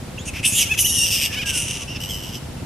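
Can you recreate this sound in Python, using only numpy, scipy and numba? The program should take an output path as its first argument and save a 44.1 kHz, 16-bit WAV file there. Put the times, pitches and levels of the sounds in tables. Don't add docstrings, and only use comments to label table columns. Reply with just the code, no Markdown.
import sys
import numpy as np
from scipy import signal
from scipy.io import wavfile
from scipy.ndimage import uniform_filter1d
from numba import njit

SR = 44100
rng = np.random.default_rng(int(sys.argv[2]) if len(sys.argv) > 2 else 0)


def master_out(mix):
    frames = np.transpose(np.atleast_2d(mix))
    ceiling = np.clip(frames, -1, 1)
    pcm = np.round(ceiling * 32767).astype(np.int16)
    wavfile.write(sys.argv[1], SR, pcm)


N = 116865
T = np.arange(N) / SR
CUTOFF_HZ = 15300

# (time [s], firings [per s])
IDLE_SPEED = [(0, 15.8), (.7, 15.65), (1.1, 15.35), (1.6, 15.0), (2.65, 15.3)]
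# (delay [s], relative level [dB])
FIRING_THUMPS = [(0, -8), (.012, -10), (.031, -14)]
# (frequency [Hz], width [Hz], relative level [dB])
EXHAUST_RINGS = [(74.2, 17.7, 2), (129.5, 42, 0.5), (241.7, 70, -3), (380, 100, -9.5)]
# (frequency [Hz], relative level [dB per Hz])
AIR_SPECTRUM = [(25, -9), (125, -2.5), (219, -8.5), (243, -13), (604, -16.5), (903, -19), (1150, -23.5),
                (2430, -25), (8100, -32), (9520, -32), (15000, -43.5)]
# (frequency [Hz], likeness [0-1])
AIR_LIKENESS = [(60, 1), (150, 0.92), (300, 0.18), (700, 0.36), (2000, 0.5), (10000, 0)]
# (time [s], pitch [Hz], level [dB])
RISING_CHIRP = [(.179, 2670, -36), (.186, 2780, -28), (.191, 3260, -38.5), (.203, 3390, -43),
                (.235, 3830, -48)]
FALLING_WHISTLE = [(.85, 1853, -47), (1.0, 1871, -45), (1.12, 1788, -63), (1.3, 1763, -49),
                   (1.48, 1621, -40.5), (1.63, 1360, -52.5), (1.85, 1114, -54)]
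# (time [s], level [dB])
SCREECH_LEVELS = [
    [(.255, -38.5), (.29, -25), (.3, -32)],
    [(.43, -30.5), (.437, -28), (.45, -14), (.485, -18), (.505, -23.5), (.55, -19.5), (.585, -17),
     (.627, -14.5), (.645, -23.5)],
    [(.777, -25), (.785, -21.5), (.791, -13.5), (.82, -16.5), (.838, -26), (.854, -15), (.878, -19),
     (.91, -20), (.95, -21), (.99, -19), (1.04, -17), (1.06, -19.5), (1.095, -24), (1.135, -20),
     (1.17, -21.5), (1.262, -21), (1.28, -30.5)],
    [(1.459, -28.5), (1.492, -18.5), (1.503, -19), (1.518, -30.5), (1.548, -27), (1.553, -21.5),
     (1.61, -23), (1.68, -31.5), (1.708, -25), (1.73, -31.5), (1.765, -30), (1.795, -36), (1.834, -28.5)],
    [(2.004, -31.5), (2.04, -27), (2.072, -38.5), (2.1, -28), (2.145, -30.5), (2.205, -37.5), (2.26, -33.5),
     (2.315, -41.5), (2.352, -32), (2.381, -36.5)],
]
SQUAWK_LEVELS = [
    [(.335, -40), (.36, -32), (.405, -33)],
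    [(.65, -36.5), (.672, -26.5), (.692, -32.5), (.72, -16.5), (.738, -25.5), (.752, -31.5)],
    [(1.305, -42), (1.335, -28.5), (1.345, -24), (1.357, -30), (1.405, -24.5), (1.436, -27.5)],
    [(1.88, -33), (1.925, -34.5), (1.945, -37), (1.963, -29.5), (1.977, -39)],
    [(2.57, -55), (2.606, -46)],
]
# (time [s], pitch [Hz], roughness [0-1], squeal [0-1])
SCREECH_BUZZ = [(.255, 937, 0.65, 0.2), (0.297, 863, 0.36, 0.24), (0.432, 649, 0.25, 0),
                (0.449, 900.7, 0.3, 0.53), (0.49, 853.5, 0.37, 0.24), (0.534, 856, 0.51, 0.04),
                (0.611, 993, 0.74, 0.05), (.643, 721, 0.31, 0.4), (0.775, 796, 0.28, 0),
                (0.794, 1000, 0.62, 0.27), (0.823, 947, 0.63, 0.3), (0.835, 757, 0.34, 0.6),
                (0.849, 967.5, 0.16, 1), (0.865, 1019, 0.3, 0.47), (0.896, 937, 0.16, 0.4),
                (.912, 947.5, 0.22, 0.27), (0.926, 971, 0.4, .7), (0.961, 978, 0.39, 0.4),
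                (0.981, 953, 0.22, 0.6), (1.017, 919.7, 0.15, 0.5), (1.043, 933.6, 0.23, 0.52),
                (1.064, 922.5, 0.62, 0.55), (1.273, 890, 1.01, 0.09), (1.489, 938, 0.68, 0.46),
                (1.829, 961, 0.89, 0.1), (1.999, 923, 0.28, 0.5), (2.018, 998, 0.49, 0.14),
                (2.081, 1010, .5, .4), (2.098, 1094, 0.24, 0.52), (2.135, 1000, .22, 0.19),
                (2.2, 993, 0.71, 0.5)]
SQUAWK_BUZZ = [(0.338, 402.4, 0.52, 0), (0.362, 487, 0.47, 0), (0.378, 575, 0.35, 0.37),
               (0.404, 425, 0.2, 0.4), (0.676, 682, 0.56, 0.1), (0.699, 819, 0.05, 0.25),
               (0.717, 876, 0.11, 0.37), (0.735, 849.6, 0.02, 0.1), (0.751, 654, .05, 0),
               (1.307, 527, 0.81, 0), (1.336, 541.7, 0.39, 0.05), (1.355, 655, 0.05, 0),
               (1.369, 762.6, 0.08, 0), (1.385, 740, 0.08, 0), (1.398, 812, 0.05, 0.1),
               (1.411, 829, 0, 0.36), (1.425, 687.7, 0.14, 0.01), (1.438, 593, 0.42, 0),
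               (1.884, 891, 0.21, 0.75), (1.929, 955, 0.36, 0.55), (1.956, 881, 0.46, 0.31)]
# (time [s], beats [per s], depth [0-1])
SCREECH_CHOP = [(0.433, 423, 0.7), (0.914, 173, 0.06), (.93, 160.5, 0.63), (0.978, 152, 0),
                (1.041, 189, 0.02), (1.091, 155, 0.71), (1.136, 214, 0), (1.2, 131, 0.59),
                (1.27, 177, 0.39), (1.474, 140, 0), (1.509, 135, 0.94), (1.539, 135, 0.1),
                (1.564, 163, 0.01), (1.61, 146.5, 0.46), (1.661, 96, 0.24), (1.831, 72, 0.43),
                (2.009, 115, 0.26), (2.04, 100, 0.83), (2.112, 110, 0.4), (2.222, 90, 0.6),
                (2.361, 110, 0.38)]
SQUAWK_CHOP = [(0.339, 230, 0.38), (0.709, 200, 0), (1.321, 190, 0.36), (1.42, 230, 0.06),
               (1.881, 290, 0.98), (1.977, 223, 0.48)]
# (time [s], four rings [Hz], notch [Hz])
SCREECH_RINGS = [(.28, 2620, 6640, 8600, 8700, 12900), (0.431, 2430, 5300, 8000, 9100, 13000),
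                 (0.458, 3050, 6200, 8780, 9400, 13800), (.52, 2600, 6730, 8200, 9850, 14700),
                 (.575, 3140, 7400, 9100, 10300, 14300), (.63, 2810, 5750, 8100, 10800, 14240),
                 (0.802, 2840, 6240, 10100, 11300, 14700), (.86, 3000, 6430, 10100, 11450, 14600),
                 (.92, 3220, 6200, 10150, 10250, 12100), (1.021, 3110, 6000, 9000, 10960, 11800),
                 (1.1, 2950, 5560, 8900, 12900, 11250), (1.272, 2750, 5183, 8400, 12120, 10040),
                 (1.489, 2848, 5910, 8250, 10330, 11040), (1.6, 2720, 6100, 9035, 10300, 11800),
                 (1.819, 2780, 6033, 8647, 10420, 11940), (2.009, 2838, 5400, 8107, 12650, 9640),
                 (2.379, 3000, 5410, 7500, 11920, 10000)]
SQUAWK_RINGS = [(.35, 2370, 5500, 7900, 11800, 13500), (0.668, 2800, 5990, 8500, 10650, 13500),
                (.72, 2470, 6350, 8100, 11850, 13530), (1.38, 2595, 5260, 8290, 11460, 13110),
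                (1.92, 2880, 5280, 8380, 11660, 9860), (1.97, 2650, 5000, 8023, 11260, 10000)]
SCREECH_RING_WIDTHS = [810, 1540, 1800, 2570]
SQUAWK_RING_WIDTHS = [774, 1190, 2160, 2600]
# (time [s], second ring [dB], top two together [dB])
SCREECH_BRIGHTNESS = [(.27, 4.5, 1.5), (.3, -8, -9), (0.449, -12, -8.5), (.485, 0.5, 11.5), (.53, 6.5, 5.5),
                      (.58, -0.5, 3), (.63, 1, 0.5), (0.788, -3.5, -4.5), (0.813, 9.5, 15.5),
                      (0.857, -4, -2.5), (.9, 3.5, 3), (0.991, 1, 2), (1.04, 0, 0), (1.149, 1, 1.5),
                      (1.27, -4, -3), (1.499, -5, -3), (1.575, -0.5, 4), (1.679, -1.5, -0.5),
                      (1.83, -2, -4.5), (2.1, -5, -4), (2.36, -1, -4.5)]
SQUAWK_BRIGHTNESS = [(.38, -8.5, -11), (.67, -5, -13), (.72, -19.5, -20), (0.75, -3, -10), (1.32, -4, -11),
                     (1.39, -12, -15), (1.917, -5.5, -18)]


def from_db(db):
    return 10 ** (np.asarray(db) / 20)


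def unit_power(x):
    return x / np.sqrt(np.mean(x ** 2) + 1e-20)


def in_time(rows):
    times, *columns = np.transpose(rows)
    return [np.interp(T, times, column) for column in columns]


def at_hz(rows, hz):
    frequencies, values = np.transpose(rows)
    return np.interp(np.log(hz), np.log(frequencies), values)


def keep_band(x, hz, kind, order=2):
    return signal.sosfilt(signal.butter(order, hz, kind, fs=SR, output="sos"), x)


def drift(hz):
    return unit_power(keep_band(rng.standard_normal(N + SR), hz, "low")[SR:])


def gate(rows, attack_s=0.0049, release_s=0.0048):
    fade_in = np.clip((T - rows[0][0]) / attack_s + 1, 0, 1)
    return fade_in * np.exp(-np.maximum(T - rows[-1][0], 0) / release_s)


def level_out(x):
    power = uniform_filter1d(uniform_filter1d(x ** 2, size=500), size=400)
    return x / np.sqrt(np.abs(power) + 1e-12)


@njit
def ring_loop(x, angle, decay):
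    y = np.zeros(len(x))
    for i in range(2, len(x)):
        push = (1 - decay * decay) / 2 * (x[i] - x[i - 2])
        y[i] = push + 2 * decay * np.cos(angle[i]) * y[i - 1] - decay * decay * y[i - 2]
    return y


def ring(x, hz, width_hz):
    angle = 2 * np.pi * hz / SR * np.ones(N)
    return ring_loop(x + 1e-18, angle, np.exp(-np.pi * width_hz / SR))


def engine(thump_db=-35.5, hum_db=-53.5, first_firing_s=0.01347):
    rate, = in_time(IDLE_SPEED)
    firing_count = np.floor(np.cumsum(rate) / SR)
    firing_s = first_firing_s + T[np.diff(firing_count, prepend=-1) > 0]
    delay_s, beat_db = np.transpose(FIRING_THUMPS)
    thump_s = firing_s[:, None] + delay_s + rng.normal(0, 0.0017, (len(firing_s), len(delay_s)))
    thump_samples = (np.abs(thump_s) * SR).astype(int)
    exhaust = 0
    for k, (hz, width_hz, db) in enumerate(EXHAUST_RINGS):
        clicks = np.zeros(N + SR)
        clicks[thump_samples] = from_db(db + beat_db + rng.normal(0, 1.9, thump_s.shape))
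        exhaust = exhaust + (-1) ** k * ring(clicks[:N], hz, width_hz)
    thumps = unit_power(keep_band(exhaust, 336, "low"))
    hum = unit_power(ring(rng.standard_normal(N), hz=508.4, width_hz=2.9))
    return from_db(thump_db) * thumps + from_db(hum_db) * hum


def outdoor_air(level_db=-34.5):
    edges_hz = 22 * 2 ** np.arange(0, 9.6, .5)
    noise = rng.standard_normal((2, 2, N + SR // 4))
    air = 0
    for k, (low, high) in enumerate(zip(edges_hz, edges_hz[1:])):
        middle, side = keep_band(noise[k % 2], [low, high], "band")[:, -N:]
        hz = np.sqrt(low * high)
        alike = at_hz(AIR_LIKENESS, hz)
        band = np.sqrt(1 + alike) * middle + np.sqrt(1 - alike) * side * [[1], [-1]]
        air = air + from_db(at_hz(AIR_SPECTRUM, hz)) * band
    return from_db(level_db) * unit_power(air)


def bird(rows, waver, fading_db=0, octave_from_hz=3100, octave_db=-1):
    hz, db = in_time(rows)
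    phase = 2 * np.pi * np.cumsum(hz * (1 + waver * drift(220))) / SR
    octave = from_db(octave_db) * uniform_filter1d(1.0 * (hz > octave_from_hz), size=200)
    loudness = gate(rows) * from_db(db + fading_db * drift(18.5))
    return np.sqrt(2) * loudness * (np.sin(phase) + octave * np.sin(2 * phase))


def voice_box(buzz, waver=0.01214, jitter=0.12, squeal_waver=0.0144):
    hz, rough, squeal = in_time(buzz)
    rough = np.clip(rough + 0.025, 0, 1)
    squeal = np.clip(squeal, 0, .95)
    squeal_phase = 2 * np.pi * np.cumsum(hz * (1 + squeal_waver * drift(121.3))) / SR
    shaky_hz = hz * (1 + waver * drift(82.5) + jitter * rough * drift(488))
    phase = 2 * np.pi * np.cumsum(shaky_hz) / SR
    pulses = 0
    for k in range(1, 25):
        harmonic = np.cos(k * phase - 0.121 * k * k)
        strength = 1 - squeal * (k % 3 > 0)
        top_fade = np.clip((CUTOFF_HZ - k * hz) / hz, 0, 1)
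        pulses = pulses + harmonic * strength * top_fade
    breath = unit_power(rng.standard_normal(N) * (1 + np.cos(phase)))
    tone = 1.23 * squeal * (1 - rough) * np.sin(3 * squeal_phase)
    return level_out(pulses) * (1 - rough / 2) + rough * breath + tone


def rattle(chop, stumble_below_hz=152.53):
    beat_hz, depth = in_time(chop)
    stumble = 0.0543 * (stumble_below_hz / beat_hz) ** 3 * drift(66.4)
    phase = 2 * np.pi * np.cumsum(beat_hz * (1 + stumble)) / SR
    return np.exp(depth * np.cos(phase))


def throat(voice, rings, widths, brightness, leak, chest_hz=2690, top_hz=12930):
    *centres_hz, notch_hz = in_time(rings)
    second, upper = from_db(in_time(brightness))
    gains = [1, second, upper / np.sqrt(2), upper / np.sqrt(2)]
    chest = leak * keep_band(voice, chest_hz, "low")
    sound = 0
    for hz, width_hz, gain in zip(centres_hz, widths, gains):
        first_pass = ring(voice, hz, width_hz)
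        sound = sound + gain * level_out(ring(first_pass + chest, hz, width_hz))
    sound = sound - ring(sound, notch_hz, width_hz=1500)
    sound = sound - 0.8 * ring(sound, hz=4230, width_hz=285)
    return keep_band(sound, top_hz, "low", order=8)


def bat(calls, buzz, chop, rings, widths, brightness, low_cut_hz, leak, sizzle_db=-6, flutter_db=1.58):
    voice = keep_band(voice_box(buzz) * rattle(chop), low_cut_hz, "high", order=3)
    shaped = throat(voice, rings, widths, brightness, leak)
    loudness = sum(gate(call) * from_db(in_time(call)[0]) for call in calls)
    _, upper = from_db(in_time(brightness))
    treble = level_out(keep_band(voice, 10700, "high", order=8))
    sizzle = from_db(sizzle_db) * loudness * np.sqrt(upper) * treble
    flutter = from_db(flutter_db * drift(35.6))
    return loudness * level_out(shaped + sizzle) * flutter


def echoes(x, fade_s):
    cloud = rng.standard_normal(SR // 2) * from_db(-60 * T[:SR // 2] / fade_s)
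    return signal.fftconvolve(x, cloud / np.linalg.norm(cloud))[:N]


def branches(calls, sway_hz=5, scatter_s=.025, scatter_db=-8, tail_db=-11.5, pan_db=-0.02):
    treble = keep_band(calls, 4860, "high", order=3)
    swing = 2 * np.pi * sway_hz * T
    scatter = np.cos(swing) * echoes(treble, scatter_s) + np.sin(swing) * echoes(treble, scatter_s)
    tail = np.array([echoes(calls, fade_s=1) for _ in range(2)])
    direct = calls * from_db([[pan_db], [-pan_db]])
    return direct + from_db(scatter_db) * scatter * [[1], [-1]] + from_db(tail_db) * tail


def scene():
    screeches = bat(SCREECH_LEVELS, SCREECH_BUZZ, SCREECH_CHOP, SCREECH_RINGS,
                    SCREECH_RING_WIDTHS, SCREECH_BRIGHTNESS, low_cut_hz=1500, leak=0.008)
    squawks = bat(SQUAWK_LEVELS, SQUAWK_BUZZ, SQUAWK_CHOP, SQUAWK_RINGS,
                  SQUAWK_RING_WIDTHS, SQUAWK_BRIGHTNESS, low_cut_hz=800, leak=0.6)
    birds = bird(RISING_CHIRP, waver=.04) + bird(FALLING_WHISTLE, waver=0.017, fading_db=5.5)
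    return branches(screeches + squawks + birds) + engine() + outdoor_air()


def record(dry):
    return signal.sosfilt(signal.ellip(10, .2, 90, CUTOFF_HZ, fs=SR, output="sos"), dry)


dry = scene()
out = record(dry)
master_out(out)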